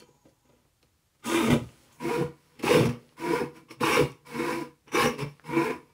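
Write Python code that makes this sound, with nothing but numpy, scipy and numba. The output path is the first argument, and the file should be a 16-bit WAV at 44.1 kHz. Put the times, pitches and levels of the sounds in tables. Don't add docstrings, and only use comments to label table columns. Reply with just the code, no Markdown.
import sys
import numpy as np
from scipy import signal
from scipy.fft import rfft, irfft, next_fast_len
from scipy.io import wavfile
from scipy.ndimage import uniform_filter1d
from numba import njit

SR = 44100
rng = np.random.default_rng(int(sys.argv[2]) if len(sys.argv) > 2 else 0)


def inscribe(sig):
    pcm = np.round(np.clip(np.atleast_2d(sig).T, -1, 1) * 32767)
    wavfile.write(sys.argv[1], SR, pcm.astype(np.int16))


N = 261537
STEP = 32

# (frequency [Hz], width [Hz], push drive [dB], pull drive [dB], change while the cut is shallow [dB])
BENCH_MODES = [(60, 38, -24.5, -27, 2.5), (84, 4.7, -19.5, -18, 9), (123, 7.8, -4, -23.5, 2),
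               (142.5, 14, -7.5, -3, -3.5), (160.4, 20.3, -9, -2.5, -6)]
BLOCK_MODES = [(235.1, 20, -4, -5, 3.5), (324.7, 24.2, -3.5, -0.5, 3.5), (397.4, 101, -7.5, -10, 0.5),
               (483, 30.9, 1.5, 3, -4), (507.3, 35.8, -4.5, -6, 2), (752, 250, -32, -18, 11.5)]
PLATE_MODES = [(824.5, 39, 0.5, -7, 1), (988.7, 42, 1.5, 6.5, 2.5), (1077, 23.5, 5, -6.5, -9),
               (1169, 32.5, 2, -6, -2), (1221, 45, -5.5, -7.5, 9), (1405, 235, -4.5, -7, 4),
               (1467, 91, -6, -2.5, 7.5), (1576, 150, -8.5, -10.5, 3.5), (1930, 76, -8, -11, 1.5),
               (2162, 86, -2.5, -5, 2.5), (2298, 38, 0.5, -1.5, -5.5), (2381, 51, -3, -7, 3),
               (2650, 110, -4, -12, -2.5), (2855, 39, -2, -17.5, -1), (3050, 160, -16, -27, 6),
               (3640, 172, -13, -22.5, 4)]
PLATE_RINGS = [(4270, 63, 1.5, -8, -3), (5080, 77, 6.5, 6.5, -10), (5366, 90, 1.5, 2, -16),
               (5559.4, 150, 13, -9, -32), (5220, 650, -7, -21, -6)]
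TOP_RINGS = [(6560, 630, -7, -12, 2.5), (8150, 530, -9, -7, -2.5), (10340, 330, -6, -9, -1.5),
             (11400, 400, -12.5, -18, -1), (14560, 1600, -7.5, -8, -2)]

# (frequency [Hz], relative density [dB])
HISS_COLOUR = [(2180, -1), (3700, -7.5), (4740, -6), (5540, -8.5), (6300, -22), (8190, -50), (13900, -120)]
# (frequency [Hz], relative density [dB])
DUST_COLOUR = [(3530, -8), (6000, -3), (7020, -4.5), (7950, 1.5), (9080, -1), (10300, 1.5), (12600, -8),
               (14200, -11), (15100, -6), (15750, -4)]

# (time [s], rasp of the plate [dB], groan of the block [dB], hiss of the dust [dB])
EFFORT = [
    [(1.23, -59, -64, -64), (1.262, -35.5, -35, -39.5), (1.372, -28, -22, -37.5), (1.404, -32, -27, -41),
     (1.542, -32, -20.5, -42), (1.574, -49, -28.5, -54), (1.626, -61.5, -55, -57.5),
     (1.752, -67.5, -64, -59), (1.84, -70, -67, -58.5), (1.92, -65, -68, -61), (1.982, -66, -67, -67),
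     (2.0, -50, -60, -61)],
    [(2.0, -49, -47, -61), (2.016, -42, -43.5, -55), (2.052, -38, -29, -51.5), (2.14, -33.5, -27.5, -47.5),
     (2.222, -40.5, -26, -54), (2.32, -63, -58, -76), (2.43, -77.5, -77, -73), (2.588, -66, -63, -74),
     (2.594, -51.5, -46, -56), (2.625, -54.5, -44.5, -67)],
    [(2.625, -52, -55, -51.5), (2.637, -35, -29, -45), (2.661, -34.5, -25.5, -41), (2.679, -23, -37, -41.5),
     (2.697, -28, -20, -38.5), (2.745, -26.5, -18, -37), (2.869, -40, -26.5, -49),
     (2.973, -61, -54.5, -72.5), (3.137, -95, -71, -74.5), (3.168, -63, -65, -86)],
    [(3.168, -56, -67, -68), (3.196, -46.5, -45.5, -55.5), (3.242, -35, -32, -53), (3.352, -32.5, -22, -46),
     (3.388, -32.5, -39.5, -50.5), (3.414, -36, -24.5, -54.5), (3.526, -67, -61, -77.5),
     (3.568, -53, -49, -60.5), (3.664, -79, -63, -88), (3.685, -75, -66, -86)],
    [(3.685, -61, -65, -81), (3.715, -50.5, -42.5, -52.5), (3.783, -77.5, -75.5, -87),
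     (3.8, -60.5, -55, -68)],
    [(3.8, -54, -70, -71), (3.808, -38.5, -30.5, -46), (3.832, -26.5, -26.5, -39.5),
     (3.966, -24.5, -29.5, -37.5), (3.978, -25.5, -16, -40), (4.016, -34.5, -22, -43),
     (4.114, -55.5, -62, -66), (4.228, -78, -68, -89), (4.25, -76.5, -68, -91)],
    [(4.25, -60, -65, -77), (4.266, -53.5, -59, -58.5), (4.392, -35, -28.5, -51),
     (4.524, -33.5, -32.5, -47.5), (4.62, -43.5, -33.5, -55.5), (4.77, -80.5, -83, -92),
     (4.836, -106, -86, -94), (4.88, -54, -54.5, -76), (4.918, -58, -59, -74)],
    [(4.918, -46.5, -55.5, -57), (4.95, -27, -23, -42.5), (5.014, -23.5, -30.5, -37),
     (5.062, -26.5, -23, -40), (5.164, -55.5, -46.5, -65), (5.18, -53, -48, -68)],
    [(5.18, -56, -44, -57), (5.19, -40, -37.5, -49.5), (5.226, -37.5, -36.5, -51), (5.248, -49, -41.5, -63),
     (5.344, -72, -75, -75), (5.438, -80, -70, -78)],
    [(5.438, -60, -56, -71), (5.466, -44.5, -52, -59), (5.58, -29, -19.5, -53), (5.642, -33, -32.5, -49.5),
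     (5.698, -37, -30, -56), (5.704, -33, -28, -54), (5.804, -62.5, -57.5, -74.5), (5.93, -69.5, -73, -83)],
]
# (start time [s], fibre hiss against dust hiss [dB])
STROKES = [(1.232, -20), (1.998, 1.5), (2.59, 2), (3.168, 2.5), (3.685, 1.5), (4.25, 2.5), (4.87, 4),
           (5.438, 1.5)]
TURN_EARLY_S, TURN_S = .05, .05
SECOND_STROKE_DEPTH, DEPTH_PER_STROKE = .6, .13

# (start time [s], mean rate [teeth/s])
CHATTER = [(0, 220), (1.28, 335), (1.41, 218), (1.49, 121), (1.54, 241), (1.61, 136), (1.99, 238),
           (2.03, 349), (2.1, 472), (2.17, 335), (2.215, 483), (2.259, 330), (2.32, 148), (2.63, 370),
           (2.68, 482), (2.76, 272), (2.775, 110), (2.83, 237), (2.92, 117), (3.19, 343), (3.325, 475),
           (3.395, 376), (3.435, 158), (3.52, 330), (3.78, 241), (3.82, 330), (3.9, 514), (3.995, 298),
           (4.015, 263), (4.039, 121), (4.3, 230), (4.38, 343), (4.475, 406), (4.535, 340), (4.62, 237),
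           (4.68, 160), (4.93, 346), (4.97, 537), (5.07, 234), (5.12, 141), (5.44, 236), (5.51, 339),
           (5.635, 447), (5.68, 357), (5.76, 134)]
SLIP_S = .025
# (time [s], change just before [dB], change just after [dB])
JOLTS = [(1.502, -9, 4.5), (2.855, -1, 7), (2.89, -11, 4.5), (3.41, 2, 1.5), (3.83, -3, -5),
         (4.501, 1, 1.5), (5.104, -1.5, -3), (5.665, 2.5, 3.5)]
JOLT_BEFORE_S, JOLT_AFTER_S = .012, 0.019

# (time [s], block [dB], plate [dB], hiss [dB])
RUBS = [(0.001, -56, -58, -54.5), (0.018, -62, -77, -57.5), (0.088, -65, -75, -70), (0.15, -67, -77.5, -74),
        (0.256, -52.5, -72, -77), (0.29, -63, -81, -62), (0.455, -65.5, -71, -86), (0.495, -60, -71, -84),
        (0.534, -65, -72, -83), (0.565, -66, -74, -88), (0.6, -68, -75, -88), (0.65, -67, -89, -88),
        (0.828, -70.5, -87, -63), (1.15, -75, -80, -68), (1.2, -71, -75, -66)]
RUB_RISE_DB_PER_S, RUB_FALL_DB_PER_S, RUB_HISS_FALL_DB_PER_S = 1497, 303, 501
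BRUSH_DB, BRUSH_DARKER_DB = -54, 9

# (time [s], peak level [dB])
BOOMS = [(1.515, -21), (1.617, -34), (2.048, -39.5), (2.21, -29), (2.775, -22), (2.81, -22), (2.862, -22),
         (3.302, -37), (3.414, -37.5), (3.831, -36.5), (4.023, -25.5), (4.355, -42.5), (5.05, -33),
         (5.23, -31.5), (5.497, -39), (5.581, -35)]
BOOM_RISE_DB_PER_S, BOOM_FALL_DB_PER_S = 448, 329.5
FULL_GROAN_DB, BENCH_DB = -26.5, -47
BENCH_FOLLOWS = 0.56

# (time [s], relative strength [dB], colour [Hz], drive of the plate against the click [dB])
TICKS = [(.004, -51, 3530, 12), (0.022, -49.5, 1470, 12.5), (0.829, -44.5, 4370, 13),
         (1.691, -39, 2500, -9), (2.595, -36, 2527, 12.5), (3.091, -45, 3000, 9), (3.69, -49, 2611, 13),
         (3.709, -37.5, 2200, 20), (3.832, -31.5, 1200, 30), (3.125, -49, 999, -6), (4.119, -36, 7974, -2),
         (.257, -60, 2150, 16), (.287, -53, 7700, 0), (0.524, -58, 2300, 4), (.87, -58, 1950, -5),
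         (1.92, -50, 4000, 0), (.65, -58, 2190, 8), (4.88, -49.5, 2200, 21), (4.89, -48, 2491, -1),
         (5.397, -34.5, 1614, -14)]
# (time [s], relative strength [dB])
BUMPS = [(0.017, -39.5), (0.086, -45), (0.252, -69), (0.529, -54), (0.828, -53.5), (2.636, -15.5),
         (3.974, -22), (4.945, -32)]
# (time [s], relative strength [dB])
FLICKS = [(.003, -1)]
# (frequency [Hz], width [Hz], push drive [dB], pull drive [dB])
PING_TONES = [(3079, 9.8, -3, 2), (4280, 30, -7, -8), (4540, 40, -7, -8), (5100, 15, -10, -16),
              (5771, 15, -11, -14)]
# (time [s], level [dB])
SLIDE = [(0.0, -67), (0.254, -72.5), (0.338, -79), (0.524, -73.5), (0.67, -99)]
# (frequency [Hz], width [Hz], push drive [dB], pull drive [dB])
SLIDE_TONES = [(830, 26, -8.5, 0), (980, 30, -7, 0), (6700, 400, -21.5, -14)]

SHOP_T60_S, SHOP_DB = 0.22, -12.5
# (frequency [Hz], relative density [dB])
AIR_COLOUR = [(15, -26.5), (25, 12.5), (70, 3.5), (156, -3), (652, -16), (1000, -15), (1310, -16),
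              (1590, -18), (8680, -21), (15700, -25.5)]
AIR_DB = -67.5
CUTOFF_HZ = 15700


def saw(pull, depth):
    teeth_per_s = held(*np.transpose(CHATTER), SLIP_S)
    bench_db, block_db, plate_db, hiss_db, dust_db = levels()
    darker_db = BRUSH_DARKER_DB * ((BRUSH_DB - dust_db) / 6).clip(0, 1) * (depth == 0)
    hiss_db, dust_db = hiss_db + darker_db, dust_db - darker_db

    phase, bites = teeth(teeth_per_s, wobble=.045, uneven_db=5.5)
    load = ((block_db + 62.5) / 25).clip(0, 1)
    bites = (bites - np.mean(bites)) * load
    clumps = amp(1.1 * filled(wander(43)))
    torn = fibres(phase, 5000, spread_db=3.0, depth=0.46) * clumps
    bench, block = groan(bites, torn, pull, depth)
    plate = rasp(bites, torn, plate_db, pull, depth)
    dust = fibres(phase, 15000, spread_db=0.5, depth=0.15)
    hiss = fibre_hiss(dust, torn, pull, depth)
    fine = dust_hiss(dust, pull, depth)

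    wood = amp(bench_db) * steady(bench, 0.033) + amp(block_db) * steady(block, 0.029)
    steel = amp(plate_db) * steady(plate, 0.066)
    return wood + steel + amp(hiss_db) * steady(hiss, 0.037) + amp(dust_db) * steady(fine, 0.045)


def groan(bites, torn, pull, depth):
    push = signal.sosfilt(signal.butter(2, 450, fs=SR, output="sos"), bites)
    bench = resonate(push + 0.93 * torn, BENCH_MODES, pull, depth)
    block = resonate(push + .3 * torn, BLOCK_MODES, pull, depth, wander_db=1.5)
    return bench, block


def rasp(bites, torn, plate_db, pull, depth):
    light = ((-38 - plate_db) / 12).clip(0, 1) * (1 - 0.56 * depth)
    broad = signal.sosfilt(signal.butter(2, [600, 3800], "band", fs=SR, output="sos"), torn)
    tones = resonate(torn + 0.24 * bites, PLATE_MODES, pull, depth, wander_db=1.5, bend=0.013)
    return tones + (.2 - 0.14 * depth + .1 * light) * broad


def fibre_hiss(dust, torn, pull, depth):
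    rings = resonate(dust, PLATE_RINGS, pull, depth, wander_db=6.5, bend=0.022)
    return coloured(dust + 0.27 * torn, HISS_COLOUR) + 1.5 * rings


def dust_hiss(dust, pull, depth):
    bright = coloured(dust, DUST_COLOUR)
    dull = signal.sosfilt(signal.butter(2, 11000, fs=SR, output="sos"), bright)
    rings = resonate(dust, TOP_RINGS, pull, depth, wander_db=3, bend=.02)
    return dull + (0.69 + 0.59 * depth) * (bright - dull) + rings


def teeth(per_s, wobble, uneven_db):
    slow = signal.lfilter([.01], [1, -.99], rng.standard_normal(N))
    phase = np.cumsum(per_s * (1 + wobble * slow / np.std(slow)).clip(.2)) / SR
    bites = np.diff(np.floor(phase), prepend=0) > 0
    return phase % 1, bites * amp(uneven_db * rng.standard_normal(N)) * np.sqrt(SR / per_s)


def fibres(phase, per_s, spread_db, depth):
    sizes = amp(spread_db * np.minimum(rng.exponential(1, N), 4)) * rng.choice([-1, 1], N)
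    snaps = sizes * (rng.random(N) < per_s / SR)
    return snaps / np.std(snaps) * (1 - depth + depth * 3 * np.exp(-3 * phase))


def seat():
    k, turns = np.arange(len(STROKES)), np.array(STROKES)[:, 0] - TURN_EARLY_S
    depths = (k > 0) * (SECOND_STROKE_DEPTH + DEPTH_PER_STROKE * (k - 1)).clip(0, 1)
    return held(turns, k % 2, TURN_S), held(turns, depths, TURN_S)


def levels():
    before_cut = [(0, -120, -120, -120), (1.2, -120, -120, -120)]
    rasp_db, groan_db, dust_db = in_time(np.vstack([before_cut] + EFFORT))
    jolt_db = jolts()
    rasp_db, dust_db = rasp_db + jolt_db, dust_db + jolt_db
    s, rub_block_db, rub_plate_db, rub_hiss_db = np.transpose(RUBS)
    block_db = louder(groan_db, swells(s, rub_block_db, RUB_RISE_DB_PER_S, RUB_FALL_DB_PER_S))
    plate_db = louder(rasp_db, swells(s, rub_plate_db, RUB_RISE_DB_PER_S, RUB_FALL_DB_PER_S))
    dust_db = louder(dust_db, swells(s, rub_hiss_db, RUB_RISE_DB_PER_S, RUB_HISS_FALL_DB_PER_S))
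    boom_db = swells(*np.transpose(BOOMS), BOOM_RISE_DB_PER_S, BOOM_FALL_DB_PER_S)
    bench_db = louder(BENCH_DB + BENCH_FOLLOWS * (block_db - FULL_GROAN_DB), boom_db)
    hiss_db = dust_db + held(*np.transpose(STROKES), TURN_S)
    return bench_db, block_db, plate_db, hiss_db, dust_db


def jolts():
    t, change_db = np.arange(0, N, STEP) / SR, 0
    for s, before_db, after_db in JOLTS:
        before = before_db * np.exp(-np.abs(t - s) / JOLT_BEFORE_S)
        after = after_db * np.exp(-np.abs(t - s) / JOLT_AFTER_S)
        change_db = change_db + np.where(t < s, before, after)
    return filled(change_db)


def swells(times, peaks_db, rise_db_per_s, fall_db_per_s):
    t = np.arange(0, N, STEP) / SR
    curves = [db - np.maximum(rise_db_per_s * (s - t), fall_db_per_s * (t - s))
              for s, db in zip(times, peaks_db)]
    return filled(np.max(curves, axis=0))


def touches(pull, depth):
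    ticks, strikes, t = np.zeros(N), np.zeros(N), np.arange(300) / SR
    for s, db, hz, ring_db in TICKS:
        click = amp(db) * np.sin(2 * np.pi * hz * t) * np.exp(-1.3 * hz * t)
        at = round(s * SR)
        ticks[at:at + 300] += click
        strikes[at:at + 300] += click * amp(ring_db)
    rings = resonate(strikes, PLATE_MODES + PLATE_RINGS, pull, depth, wander_db=3.5)
    bumps = 120 * resonate(blows(*np.transpose(BUMPS)), BENCH_MODES + BLOCK_MODES, pull)
    pings = resonate(blows(*np.transpose(FLICKS)), PING_TONES, pull)
    return 1.13 * ticks + 0.84 * rings + bumps + pings


def blows(times, levels_db):
    clicks = np.zeros(N)
    clicks[np.round(times * SR).astype(int)] = amp(levels_db)
    return clicks


def slide():
    level_db, = in_time(SLIDE + [(.8, -110)])
    return amp(level_db) * steady(resonate(rng.standard_normal(N), SLIDE_TONES, 0), 0.1)


def shop(x):
    t = np.arange(int(.6 * SR)) / SR
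    tail = rng.standard_normal(len(t)) * amp(-60 * t / SHOP_T60_S) * (t > .006)
    tail = signal.sosfilt(signal.butter(1, 5000, fs=SR, output="sos"), tail)
    return signal.fftconvolve(x, tail / np.sqrt(np.sum(tail ** 2)))[:N]


def workshop_air():
    return amp(AIR_DB) * coloured(rng.standard_normal(N), AIR_COLOUR)


def resonate(force, modes, pull, depth=1, wander_db=0, bend=0):
    out, pull, depth = 0, (pull + np.zeros(N))[::STEP], (depth + np.zeros(N))[::STEP]
    for k, (hz, width, push_db, pull_db, *shallow_db) in enumerate(modes):
        level_db = push_db + pull * (pull_db - push_db) + (1 - depth) * sum(shallow_db)
        level_db = level_db + wander_db * wander(10.3)
        cosine = np.cos(2 * np.pi * hz / SR * (1 + bend * wander(4.16)))
        radius = np.exp(-np.pi * width / SR)
        out = out + (-1) ** k * ring(force, amp(level_db), cosine, radius, STEP)
    return out


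@njit
def ring(x, gain, cosine, r, step):
    out, driven = np.zeros(len(x)), np.zeros(len(x))
    for i in range(len(x)):
        driven[i] = x[i] * gain[i // step] * (1 - r * r) / 2
        if i > 1:
            feedback = 2 * r * cosine[i // step] * out[i - 1] - r * r * out[i - 2]
            out[i] = driven[i] - driven[i - 2] + feedback + 1e-18
    return out


def coloured(x, spectrum):
    hz, db = np.transpose(spectrum)
    size = next_fast_len(N, True)
    log_hz = np.log(np.fft.rfftfreq(size, 1 / SR) + 1)
    gain = amp(np.interp(log_hz, np.log(hz), db))
    out = irfft(rfft(x, size) * gain, size)[:N]
    return out / np.std(out)


def steady(x, window_s):
    size = max(int(window_s * SR), 8)
    power = uniform_filter1d(uniform_filter1d(x ** 2, size), size)
    return x / np.sqrt(power + 1e-12)


def wander(rate_hz):
    r = np.exp(-2 * np.pi * STEP * rate_hz / SR)
    noise = rng.standard_normal(len(range(0, N, STEP)) + 1000)
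    slow = signal.lfilter([1], [1, -2 * r, r * r], noise)[1000:]
    return slow / np.std(slow)


def held(times, values, glide_s):
    index = (np.searchsorted(times, np.arange(N) / SR) - 1).clip(0)
    steps = np.asarray(values, float)[index]
    return uniform_filter1d(steps, max(int(glide_s * SR), 1))


def in_time(rows):
    s, *columns = np.transpose(rows)
    return [np.interp(np.arange(N) / SR, s, c) for c in columns]


def filled(slow):
    return np.interp(np.arange(N), np.arange(0, N, STEP), slow)


def louder(*levels_db):
    return 10 * np.log10(sum(amp(db) ** 2 for db in levels_db))


def amp(db):
    return np.exp(np.asarray(db) * np.log(10) / 20)


def scene():
    pull, depth = seat()
    work = saw(pull, depth) + touches(pull, depth) + slide()
    return (work + amp(SHOP_DB) * shop(work) + workshop_air())[None]


def record(dry):
    dry = signal.sosfilt(signal.butter(4, 55, "high", fs=SR, output="sos"), dry)
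    return signal.sosfilt(signal.ellip(14, .5, 70, CUTOFF_HZ, fs=SR, output="sos"), dry)


dry = scene()
out = record(dry)
inscribe(out)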